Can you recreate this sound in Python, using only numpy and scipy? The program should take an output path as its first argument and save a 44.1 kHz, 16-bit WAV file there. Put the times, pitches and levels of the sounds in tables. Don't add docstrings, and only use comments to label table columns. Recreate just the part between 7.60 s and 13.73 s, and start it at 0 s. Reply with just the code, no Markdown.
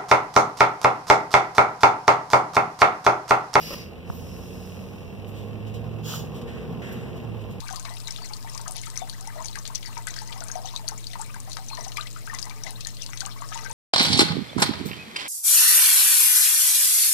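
import sys
import numpy as np
from scipy import signal
from scipy.fft import rfft, irfft, next_fast_len
from scipy.io import wavfile
from scipy.ndimage import map_coordinates

SR = 44100
rng = np.random.default_rng(int(sys.argv[2]) if len(sys.argv) > 2 else 0)


def materialize(psi):
    bounded = np.clip(np.atleast_2d(psi).T, -1, 1)
    quanta = np.round(bounded * 32767).astype(np.int16)
    wavfile.write(sys.argv[1], SR, quanta)


N = 270333


def amp(db):
    return 10 ** (np.asarray(db) / 20)


def unit(x):
    return x / np.sqrt(np.mean(x ** 2) + 1e-20)


def along(points, hz):
    f, v = np.transpose(points)
    return np.interp(np.log(hz + 1), np.log(f + 1), v)


def filtered(x, response):
    size = next_fast_len(N + SR // 2)
    return irfft(rfft(x, size) * response(np.fft.rfftfreq(size, 1 / SR)), size)[..., :N]


def coloured(x, points):
    return unit(filtered(x, lambda hz: amp(along(points, hz))))


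def add(track, s, sound):
    start = int(np.clip(round(s * SR), 0, N - 1))
    track[start:start + len(sound)] += sound[:N - start]


def bubble(hz, t60, climb):
    t = np.arange(int(t60 * SR) + 8) / SR
    age = t / t60
    swell = (1 - np.exp(-t / min(0.0288 * t60, 0.000997))) ** 2
    phase = 2 * np.pi * hz * t * (1 + climb * (age / 2 - 1 / 6))
    return swell * amp(-60 * age) * np.sin(phase)


def swarm(rate, centre_hz, spread, cycles, scatter_db, climb):
    track = np.zeros(N)
    for when, pitch, life, size in rng.random((int(rate * N / SR), 4)):
        logistic = np.log((pitch + .02) / (1.02 - pitch))
        hz = min(centre_hz * np.exp(spread * logistic), SR / 3)
        t60 = cycles * 2 ** (2 * life - 1) / hz
        db = scatter_db * min(-np.log(1 - size), 3)
        add(track, when * N / SR, amp(db) * bubble(hz, t60, climb))
    return track


DEEP_HZ = 2600


def clumps(deep, rise_s=0.0168, fall_s=0.0305):
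    t = np.arange(N) / SR
    knots = t[::SR // 500]
    ages = knots - np.array([[s] for s, hz, *_ in BUBBLES if (hz < DEEP_HZ) == deep])
    power = np.exp(-2 * np.maximum(-ages / rise_s, ages / fall_s)).sum(axis=0)
    return unit(np.interp(t, knots, np.sqrt(power)))


# (frequency [Hz], relative gain [dB])
GURGLE = [(350, -22), (560, -11.5), (700, -4.5), (1000, 0.5), (1500, -2.5), (2300, 7), (3200, -3),
          (6000, 3.5)]
SPATTER = [(1200, -19.5), (2800, -11.5), (4000, 0.5), (6200, 0), (7500, 5), (10000, 6), (12000, -3.5),
           (16000, -20.5)]
# (time [s], gurgle gain [dB], spatter gain [dB])
DRIFT = [(0.05, -50.5, -47.5), (0.9, -55.5, -51.5), (1.15, -53, -52), (1.56, -54.5, -51.5),
         (2.02, -56, -51.5), (3.11, -54.5, -51), (3.3, -54.5, -52.5), (3.88, -58.5, -50.5),
         (4.09, -64.5, -46.5), (4.31, -52.5, -51), (4.54, -60.5, -46), (4.85, -50, -51), (5.47, -60, -49.5),
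         (5.95, -50.5, -48)]


def gurgle_and_spatter():
    times, *gains = np.transpose(DRIFT)
    gurgle_db, spatter_db = [np.interp(np.arange(N) / SR, times, db) for db in gains]
    deep = swarm(rate=200, centre_hz=1093.3, spread=.32, cycles=35.96, scatter_db=3.0, climb=0.567)
    high = swarm(rate=1100, centre_hz=5400, spread=0.2915, cycles=19.4, scatter_db=6.5, climb=0.467)
    gurgle = coloured(deep, GURGLE) * (amp(-4.0) + amp(-6.5) * clumps(deep=True))
    spatter = coloured(high, SPATTER) * (amp(-3) + amp(-8) * clumps(deep=False))
    return amp(gurgle_db) * gurgle + amp(spatter_db) * spatter


# (frequency [Hz], rms level [dB])
PUMP = [(119.9, -46), (143.6, -58.5), (179.9, -69.5), (240, -63.5)]


def pump(wobble_hz=4.007, wobble_db=0.68):
    t = np.arange(N) / SR
    hum = np.zeros(N)
    for hz, db in PUMP:
        knots = rng.standard_normal(int(N * wobble_hz / SR) + 4)
        wobble = map_coordinates(knots, [t * wobble_hz])
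        hum += np.sqrt(2) * amp(db + wobble_db * wobble) * np.sin(2 * np.pi * (hz * t + rng.random()))
    return hum


# (frequency [Hz], relative density [dB])
WASH = [(20, -27.5), (55, -9), (90, 7), (130, 6.5), (180, 4.5), (250, 2), (350, -5), (550, -5),
        (800, -19.5), (1500, -44.5), (2800, -13), (5500, -18.5), (10000, -16.5), (14000, -24.5)]


def wash():
    return amp(-48.5) * coloured(rng.standard_normal(N), WASH)


# (frequency [Hz], reverberation time [s])
WALL_DECAY = [(400, 0.5), (1500, 0.132), (5000, 0.0661), (12000, 0.02)]
# (frequency [Hz], relative gain [dB])
WALL_COLOUR = [(400, 7.5), (900, -1.5), (2000, 7.5), (2800, 7), (4200, 6), (6000, 0.5), (8000, -2.5),
               (13000, -26)]


def reflections(x, rim_db, wall_db, rim_t60=0.0352, wall_rise_s=0.000544):
    hz, t, spectra = signal.stft(rng.standard_normal(SR // 3), SR, nperseg=256)
    fading = amp(along(WALL_COLOUR, hz)[:, None] - 60 * t / along(WALL_DECAY, hz)[:, None])
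    tail = signal.istft(spectra * fading, SR, nperseg=256)[1]
    age = np.arange(len(tail)) / SR
    tail *= 1 - np.exp(-age / wall_rise_s)
    sparse_echoes = rng.standard_normal(len(age)) * (rng.random(len(age)) < .03)
    rim = sparse_echoes * (age > .001) * amp(-60 * age / rim_t60)
    response = amp(rim_db) * rim / np.linalg.norm(rim) + amp(wall_db) * tail / np.linalg.norm(tail)
    return x + signal.oaconvolve(x, response)[:N]


# (frequency [Hz], bandwidth [Hz], relative peak gain [dB])
BASIN_MODES = [(427.6, 11.4, 12), (507.9, 4.1, 6), (629.5, 13.9, 4.5), (682.8, 10.6, -3), (769.5, 21.4, -6),
               (856, 21.3, 1), (907.2, 19.4, 3.5), (1112.7, 17.6, -7), (1199, 11.2, 2), (1262.4, 17.6, 0.5),
               (1565, 30.6, -7), (1811.3, 30.7, -6), (1980, 74, -4), (2410, 17, -23), (4350, 60, -21),
               (6118, 543, -4.5)]


def basin(x, ring_db):
    def modes(f):
        return sum(amp(db) * 1j * f * width / (hz * hz - f * f + 1j * f * width)
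                   for hz, width, db in BASIN_MODES)
    return x + amp(ring_db) * filtered(x, modes)


def tick(centre_hz, t60, rise_s, octaves):
    t = np.arange(512) / SR
    f = np.fft.rfftfreq(len(t), 1 / SR)
    band = np.exp(-np.log2((f + 1) / centre_hz) ** 2 / (2 * octaves ** 2))
    noise = unit(irfft(rfft(rng.standard_normal(len(t))) * band))
    return noise * (1 - np.exp(-t / rise_s)) * amp(-60 * t / t60)


def splash(hz, db, base_db, fade_db, window_s, spread, count):
    burst = np.zeros(N // 20)
    first_db = base_db + 0.418 * db
    for delay, pitch, life, climb in rng.random((count, 4)):
        lesser_hz = min((hz + 230) * np.exp(spread * (1.5 * pitch + 0.571 * delay - .9)), SR / 3)
        t60 = 11 * 2.572 ** life / lesser_hz
        ring = amp(first_db - fade_db * delay) * bubble(lesser_hz, t60, 2.12 * climb)
        start = int(window_s * delay ** 1.5 * SR)
        burst[start:start + len(ring)] += ring[:len(burst) - start]
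    return burst


# (time [s], frequency [Hz], level [dB])
SNAPS = [(0.0045, 4290, -19), (0.0835, 4550, -17), (0.1269, 9400, -17), (0.1594, 4600, -15.5),
         (0.16, 9100, -15), (0.197, 6700, -15.5), (0.2521, 2120, -26), (0.3687, 3540, -22.5),
         (0.4025, 5650, -21), (0.4805, 5930, -13.5), (0.523, 6300, -19.5), (0.4839, 2060, -24),
         (0.6595, 5770, -20), (0.7677, 6550, -24), (0.8276, 4870, -21.5), (0.9771, 7600, -17),
         (0.9952, 1302, -28), (1.0144, 8320, -16.5), (1.08, 6920, -9.5), (1.1098, 9800, -11.5),
         (1.1662, 9900, -11.5), (1.231, 9100, -22.5), (1.2351, 4040, -23.5), (1.2579, 10080, -20.5),
         (1.3015, 7530, -19), (1.358, 5140, -17.5), (1.4975, 8500, -18.5), (1.6093, 7680, -18.5),
         (1.6739, 7530, -16.5), (1.8575, 6080, -14), (1.956, 4550, -20.5), (1.957, 9100, -17.5),
         (2.054, 3820, -14.5), (2.0767, 7200, -11.5), (2.1503, 6040, -10), (2.3688, 1496, -32),
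         (2.4703, 2600, -21), (2.4849, 6100, -22), (2.5404, 4400, -20.5), (2.566, 5800, -17),
         (2.618, 9200, -20), (2.7227, 3384, -18.5), (2.727, 3290, -21), (2.8056, 5540, -17.5),
         (2.8841, 6250, -17.5), (3.0735, 4170, -21), (3.2868, 6490, -6), (3.2869, 9020, -12),
         (3.2916, 1740, -29.5), (3.5331, 3780, -19), (3.6147, 9900, -20.5), (3.744, 10400, -21.5),
         (3.8023, 7230, -20.5), (3.8978, 6250, -22), (3.9317, 6100, -16), (3.932, 3880, -23.5),
         (3.9688, 1282, -19), (3.9695, 4550, -16), (4.171, 4560, -21.5), (4.2485, 5450, -19.5),
         (4.3193, 4140, -18.5), (4.3712, 4710, -20), (4.471, 3560, -17.5), (4.668, 8960, -18.5),
         (4.7392, 9100, -13), (4.7486, 6100, -14), (4.7875, 4260, -10.5), (4.7935, 6450, -13.5),
         (4.8171, 6510, -16.5), (4.8545, 7800, -18), (4.897, 4280, -18), (5.1074, 10100, -13),
         (5.207, 8000, -17), (5.2082, 4370, -16), (5.27, 3470, -21.5), (5.369, 4670, -25),
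         (5.4634, 4650, -12.5), (5.533, 2030, -17.5), (5.5745, 4240, -17.5), (5.6, 10400, -20),
         (5.6065, 6190, -9.5), (5.612, 4420, -17), (5.653, 4250, -21), (5.662, 7430, -10.5),
         (5.976, 6760, -20.5)]


def snaps(spots, cycles=9.57):
    for k, (s, hz, db) in enumerate(SNAPS):
        spot = spots[k % len(spots)]
        add(spot, s, amp(db) * bubble(hz, cycles / hz, climb=0))
        add(spot, s, amp(db - 10.5) * tick(hz + 990, t60=0.00426, rise_s=0.000166, octaves=0.92))
        add(spot, s, splash(hz, db, base_db=-18, fade_db=19, window_s=.02, spread=0.546, count=9))


def satellites(drops, lag_s=.02, relative_db=-14.5, spread=0.2032, cycles=27.8, climb=0.127):
    rows = []
    for s, hz, db, *_ in drops:
        when, pitch, size, rise = rng.standard_normal(4)
        landing_s = s + lag_s * np.exp(when / 2)
        satellite_hz = min(hz * np.exp(spread * pitch), SR / 4)
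        rows.append((landing_s, satellite_hz, db + relative_db + size, cycles, climb * abs(rise)))
    return rows


# (time [s], frequency [Hz], level [dB], 60 dB decay [cycles], pitch climb [fraction])
BUBBLES = [(0.04, 956, -45, 59, 0.083), (0.0893, 1474, -23, 49, 0), (0.1065, 777, -33.5, 55, 0.11),
           (0.109, 6000, -27, 34, 0), (0.132, 1092, -29.5, 41, 0.44), (0.165, 4640, -18.5, 16, 0),
           (0.25, 1128, -33.5, 58, 0.029), (0.253, 3860, -19, 5.9, 0), (0.262, 1730, -41.5, 38, 0),
           (0.2821, 1038, -33.5, 51, 0.076), (0.293, 3920, -26, 37, 0.25), (0.304, 705.4, -36, 42.4, 0.56),
           (0.4727, 3904, -17.0, 49.5, 0.033), (0.5073, 5593, -16.5, 66, 0.45),
           (0.5618, 3540, -20, 23.2, 0.037), (0.585, 1285, -36, 26, 0.044), (0.617, 988, -38, 48, 0),
           (0.646, 8000, -26, 32, 0), (0.7073, 856, -37, 63, 0.02), (0.735, 4600, -14.5, 28.3, 0.46),
           (0.845, 745, -38.5, 46, 0.15), (0.8745, 1958, -33, 42.3, 0.53), (0.896, 9080, -26, 35, 0.016),
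           (0.8973, 5470, -27, 77, 0.051), (0.949, 6280, -18.5, 19.7, 0.42),
           (0.9535, 1092, -31.0, 50, 0.57), (0.978, 4890, -20, 34, 0), (1.0585, 1228, -31.5, 41, 0.36),
           (1.0752, 730, -31, 52, 0.235), (1.0914, 740, -32.5, 56.5, 0.38), (1.12, 8870, -14.5, 27, 0.12),
           (1.159, 5980, -24.5, 25, 0), (1.1653, 4750, -24, 51, 0.36), (1.18, 5990, -22.5, 34, 0),
           (1.216, 6840, -17.5, 18, 0.033), (1.2347, 2148, -28.5, 63.6, 0), (1.264, 6000, -24, 26.5, 0),
           (1.2684, 1302, -31.5, 45.5, 0.29), (1.27, 4570, -28, 31, 0), (1.281, 9100, -25, 35, 0),
           (1.365, 9100, -24, 34, 0.014), (1.3669, 2146, -27, 48, 0.16), (1.375, 6063, -10, 31, 0.44),
           (1.391, 6050, -25.5, 31, 0.1), (1.4169, 745.3, -25.5, 44.2, 0.455),
           (1.497, 4420, -17, 21.5, 0.057), (1.528, 3930, -29.5, 31, 0), (1.6126, 766.4, -38, 71, 0.082),
           (1.6719, 887.6, -30.5, 40.5, 0.58), (1.7564, 643, -28.5, 30, 0),
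           (1.7679, 627.7, -32, 38.7, 0.14), (1.8027, 991, -27, 34, 0.11), (1.824, 6800, -23.5, 36.5, 0),
           (1.842, 2270, -35.5, 42, 0.1), (1.8466, 6400, -15, 22, 0.067), (1.864, 6000, -22.5, 30, 0),
           (1.8835, 4420, -16.5, 37.5, 0.082), (1.929, 3900, -26, 39.5, 0), (1.9549, 1677, -23, 43, 0.38),
           (1.972, 1140, -29, 49, 0.013), (1.988, 5996, -20, 31, 0), (2.065, 3950, -23, 23.4, 0.079),
           (2.1006, 1083, -31.5, 49.5, 0.64), (2.1555, 5870, -9, 39.4, 0.17), (2.158, 3430, -26, 35, 0.013),
           (2.2292, 3253, -19, 10.7, 0.038), (2.2588, 5360, -22.5, 73, 0.15), (2.268, 1967, -36.5, 35, 0),
           (2.288, 838, -36.5, 31.5, 0), (2.329, 2740, -31, 63, 0.12), (2.3685, 960, -23, 22, 0),
           (2.378, 5730, -19.5, 24.5, 0.059), (2.384, 961, -29, 39, 0.093), (2.4707, 1607, -21, 21.4, 0.15),
           (2.475, 3420, -26, 45, 0), (2.4753, 1528, -24.5, 50, 0.13), (2.476, 1980, -28.5, 73, 0.028),
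           (2.506, 6270, -23.5, 44, 0.052), (2.562, 5230, -21, 32.5, 0.036),
           (2.564, 1676, -24.5, 22, 0.056), (2.582, 1718, -30, 47, 0), (2.5885, 4714, -17.5, 51, 0.022),
           (2.601, 4540, -28, 34, 0), (2.6156, 873, -32, 33.6, 0.33), (2.675, 6370, -24.5, 31.6, 0.2),
           (2.702, 919, -39, 40.5, 0.17), (2.725, 2369, -32.5, 86, 0.011), (2.732, 4540, -26.5, 36, 0),
           (2.7587, 771, -38, 44, 0.026), (2.777, 9120, -26.5, 33.5, 0), (2.8105, 668.7, -31.5, 48, 0),
           (2.82, 1452, -28.5, 40.5, 0), (2.839, 8320, -14, 24.6, 0.64), (2.889, 1132, -34.5, 26.6, 0),
           (2.9, 1612, -26, 22, 0.29), (2.9155, 6583, -16.5, 60, 0.014), (2.9541, 723, -23, 44, 0.103),
           (2.955, 6010, -24.5, 30, 0), (2.964, 5980, -29.5, 30, 0), (2.9709, 734.3, -26, 40, 0.12),
           (3.0451, 754.7, -31.5, 34, 0), (3.0569, 6030, -22.5, 56, 0.008), (3.0874, 3693, -24, 60, 0.1),
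           (3.1374, 1051, -30.5, 62.4, 0.45), (3.153, 4540, -26, 36, 0), (3.1623, 3947, -11, 29.7, 0.09),
           (3.192, 877, -36.5, 44, 0.091), (3.2434, 660.3, -34.5, 53, 0.021),
           (3.2797, 4492, -11.0, 48.2, 0.048), (3.3185, 841, -31, 26, 0.36), (3.3784, 7350, -22, 51, 0.46),
           (3.385, 6970, -27, 40, 0.088), (3.442, 3805, -27.5, 32, 0.29), (3.4689, 4550, -15, 37, 0),
           (3.513, 3530, -27.5, 32, 0.27), (3.5364, 2007, -31, 33, 0.065), (3.5547, 986.5, -22, 25.7, 0.19),
           (3.592, 9130, -25.5, 35, 0), (3.5947, 900, -28.5, 52.6, 0.414), (3.6145, 7610, -16.5, 85, 0.13),
           (3.621, 8600, -25.5, 38, 0), (3.6957, 1181, -39, 61, 0), (3.742, 1619, -29.5, 54, 0.15),
           (3.762, 1003, -32, 36.7, 0.016), (3.8743, 777.6, -34, 50, 0), (3.917, 4154, -19.5, 50, 0.15),
           (3.919, 6900, -25.5, 35, 0), (3.9871, 775.2, -31, 56.7, 0.24), (4.085, 6086, -22, 66, 0.15),
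           (4.101, 2540, -28.5, 47, 0.12), (4.109, 876, -33, 58.5, 0), (4.13, 1074, -27.5, 68, 0.082),
           (4.151, 6000, -24, 32, 0), (4.174, 1865, -30.0, 45, 0), (4.177, 987, -27.5, 26, 0.052),
           (4.1863, 689.4, -25, 28, 0.025), (4.209, 5910, -23, 53, 0), (4.244, 5930, -22, 30, 0),
           (4.264, 800.7, -31.5, 59.5, 0.515), (4.282, 5970, -24, 50, 0.06), (4.37, 2326, -15, 43, 0.35),
           (4.3817, 1190, -22.5, 38.7, 0.175), (4.4104, 3924, -15.5, 36.5, 0.21),
           (4.5618, 1420, -27, 38.8, 0.46), (4.6743, 1537, -25, 35.6, 0.58), (4.6977, 1833, -25, 47, 0),
           (4.7316, 1080, -27, 46.4, 0.025), (4.7435, 2009, -25, 62, 0), (4.827, 5060, -12.5, 46, 0),
           (4.864, 1960, -37.5, 32, 0.014), (4.8687, 875, -32, 40.7, 0.18), (4.9089, 2333, -29, 45, 0),
           (5.0365, 5720, -14, 21.7, 0.063), (5.053, 671, -37.5, 35, 0), (5.0649, 2058, -23.5, 49.5, 0.22),
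           (5.0689, 798, -31.5, 55.5, 0.47), (5.249, 4310, -15.5, 28.5, 0), (5.2586, 1863, -31.5, 60, 0.19),
           (5.2707, 6810, -10, 21.6, 0.092), (5.4207, 5966, -18.5, 48, 0), (5.49, 1097, -30, 27, 0),
           (5.497, 7920, -30, 35, 0), (5.5731, 6225, -22.5, 39, 0.3), (5.6056, 4370, -14.5, 29.7, 0),
           (5.6165, 1519, -26, 34, 0.39), (5.629, 780, -34.5, 65, 0.22), (5.6671, 1122, -23.5, 19.6, 0.27),
           (5.76, 1085, -36, 45, 0.13), (5.8203, 1123, -20.5, 43.7, 0.064), (5.889, 5400, -20, 17.4, 0.32),
           (5.918, 1238, -26.5, 41.7, 0.18), (5.9261, 1664, -20.5, 8.4, 0.44),
           (5.945, 6818, -21, 70, 0.0094), (5.956, 914, -30, 44, 0.17), (5.9761, 2800, -17.5, 6.4, 0.048),
           (5.989, 1977, -30.5, 38, 0), (5.99, 5800, -24, 34, 0), (6.032, 1300, -34.5, 34, 0.079),
           (6.047, 5860, -18.5, 15.2, 0.55), (6.05, 1573, -30.5, 52, 0.019), (6.06, 1537, -26, 46, 0.15),
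           (6.097, 9230, -23.5, 35, 0), (6.0991, 915, -35.5, 57, 0.058), (6.113, 6440, -20.5, 30, 0.041)]


def ringing_drops(spots):
    for k, (s, hz, db, cycles, climb) in enumerate(list(BUBBLES) + satellites(BUBBLES)):
        spot = spots[k % len(spots)]
        base_db = -26 if hz < DEEP_HZ else -25.5
        add(spot, s, amp(db) * bubble(hz, cycles / hz, climb))
        add(spot, s, amp(db - 12) * tick(hz + 1300, t60=0.00693, rise_s=0.000262, octaves=0.713))
        add(spot, s, splash(hz, db, base_db, fade_db=14, window_s=.03, spread=0.4216, count=14))


def glide(length, first_hz, last_hz, bend, lean, rasp, rasp_hz):
    age = np.linspace(0, 1, int(length * SR))
    jitter = map_coordinates(rng.standard_normal(SR // 20), [age * length * rasp_hz])
    hz = (first_hz + (last_hz - first_hz) * age ** bend) * (1 + rasp * jitter)
    return np.sin(np.pi * age ** lean) * np.sin(2 * np.pi * np.cumsum(hz) / SR)


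# (time [s], duration [s], first frequency [Hz], last frequency [Hz], level [dB])
SURFACING = [(0.132, 0.0398, 996.7, 1472, -43), (1.059, 0.0187, 1200, 2042, -40.5),
             (1.525, 0.033, 1455, 2365, -46), (1.70, 0.0096, 1480, 2300, -39.5),
             (1.792, 0.023, 936, 1200, -35), (2.105, 0.0182, 1003, 1400, -46),
             (2.76, 0.014, 751, 1240, -44.5), (3.608, 0.0297, 975.5, 2085, -41.5),
             (3.698, 0.0128, 2270, 3250, -42), (4.386, 0.0225, 1156, 1683, -35.5),
             (4.455, 0.0197, 1910, 2414, -41), (4.895, 0.0114, 3370, 5000, -41.5),
             (5.155, 0.0094, 3510, 4600, -38.5), (5.666, 0.023, 1050, 1874, -40),
             (5.918, 0.0251, 1409, 4020, -40)]


def surfacing_bubbles(spots):
    for k, (s, length, first_hz, last_hz, db) in enumerate(SURFACING):
        sweep = glide(length, first_hz, last_hz, bend=1.438, lean=0.79, rasp=0.0028, rasp_hz=500)
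        add(spots[k % len(spots)], s, amp(db) * sweep)


# (time [s], duration [s], level [dB])
SPRAYS = [(0.483, 0.154, -50), (0.935, 0.028, -49), (1.149, 0.058, -42.5), (1.224, 0.038, -50),
          (2.145, 0.0287, -36.5), (2.25, 0.043, -46.5), (2.471, 0.029, -42.5), (2.559, 0.063, -47),
          (3.033, 0.062, -45.5), (4.359, 0.028, -40), (4.726, 0.0585, -46.5), (5.052, 0.0768, -42.5),
          (5.198, 0.0455, -48.5), (5.402, 0.046, -40), (5.597, 0.0254, -40.5), (5.705, 0.037, -46.5),
          (5.93, 0.037, -41.5)]


def spray():
    flow = np.zeros(N)
    for s, length, db in SPRAYS:
        age = np.linspace(0, 1, int(length * SR))
        add(flow, s, amp(db) * np.sin(np.pi * age ** 0.726))
    fizz = swarm(rate=1400, centre_hz=4600, spread=0.1447, cycles=32, scatter_db=5.0, climb=0.118)
    return flow * unit(fizz)


# (time [s], duration [s], first frequency [Hz], last frequency [Hz], level [dB])
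CHIRPS = [(0.605, 0.0706, 4653, 3920, -39.5), (1.399, 0.041, 3602, 3475, -45.5),
          (2.237, 0.0554, 4666, 4210, -40.5), (4.11, 0.0447, 4265, 4060, -37),
          (5.361, 0.0726, 3110, 4150, -47)]


def bird():
    song = np.zeros(N)
    for s, length, first_hz, last_hz, db in CHIRPS:
        chirp = glide(length, first_hz, last_hz, bend=1.7, lean=0.97, rasp=0.0243, rasp_hz=1200)
        add(song, s, amp(db) * chirp)
    return reflections(song, rim_db=-13.5, wall_db=-5.0)


# (time [s], level [dB])
CRACKS = [(1.3752, -27.5), (1.498, -28), (2.4704, -12), (2.4849, -15.5), (3.2869, -14), (3.616, -22.5),
          (3.622, -28), (4.3712, -16.5), (4.7487, -21), (5.9757, -27.5)]


def cracks(spots):
    for k, (s, db) in enumerate(CRACKS):
        crack = tick(centre_hz=12500, t60=0.00215, rise_s=.00005, octaves=1.19)
        add(spots[k % len(spots)], s, amp(db) * crack)


def fountain(spot_count=14):
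    small_bubbles = gurgle_and_spatter() + spray()
    spots = np.zeros((spot_count, N))
    ringing_drops(spots)
    snaps(spots)
    surfacing_bubbles(spots)
    cracks(spots)
    drops = sum(reflections(spot, rim_db=-7.0, wall_db=-12.5) for spot in spots)
    drops = signal.sosfilt(signal.butter(3, 520, "highpass", fs=SR, output="sos"), drops)
    water = amp(0.5) * drops + reflections(small_bubbles, rim_db=-4.5, wall_db=-8.0)
    return basin(water, ring_db=0.5)


# (frequency [Hz], gain [dB])
MICROPHONE = [(9000, 2), (10500, 2.5), (12000, -3.5), (15000, -15.5)]


def scene():
    air = wash()
    near = filtered(fountain() + bird(), lambda hz: amp(along(MICROPHONE, hz)))
    return np.array([near + pump() + air, np.zeros(N)])


# (frequency [Hz], relative density [dB])
HISS = [(15, 11.5), (40, 12.5), (130, 14), (350, 9), (700, 6.5), (1000, 2), (3000, 1), (15000, 0)]


def record(dry, top_hz=15600):
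    hiss = amp(-50.0) * coloured(rng.standard_normal((2, N)), HISS)
    offset = np.array([[-.016], [.011]])
    return filtered(dry + hiss, lambda hz: hz < top_hz) + offset


dry = scene()
out = record(dry)
materialize(out)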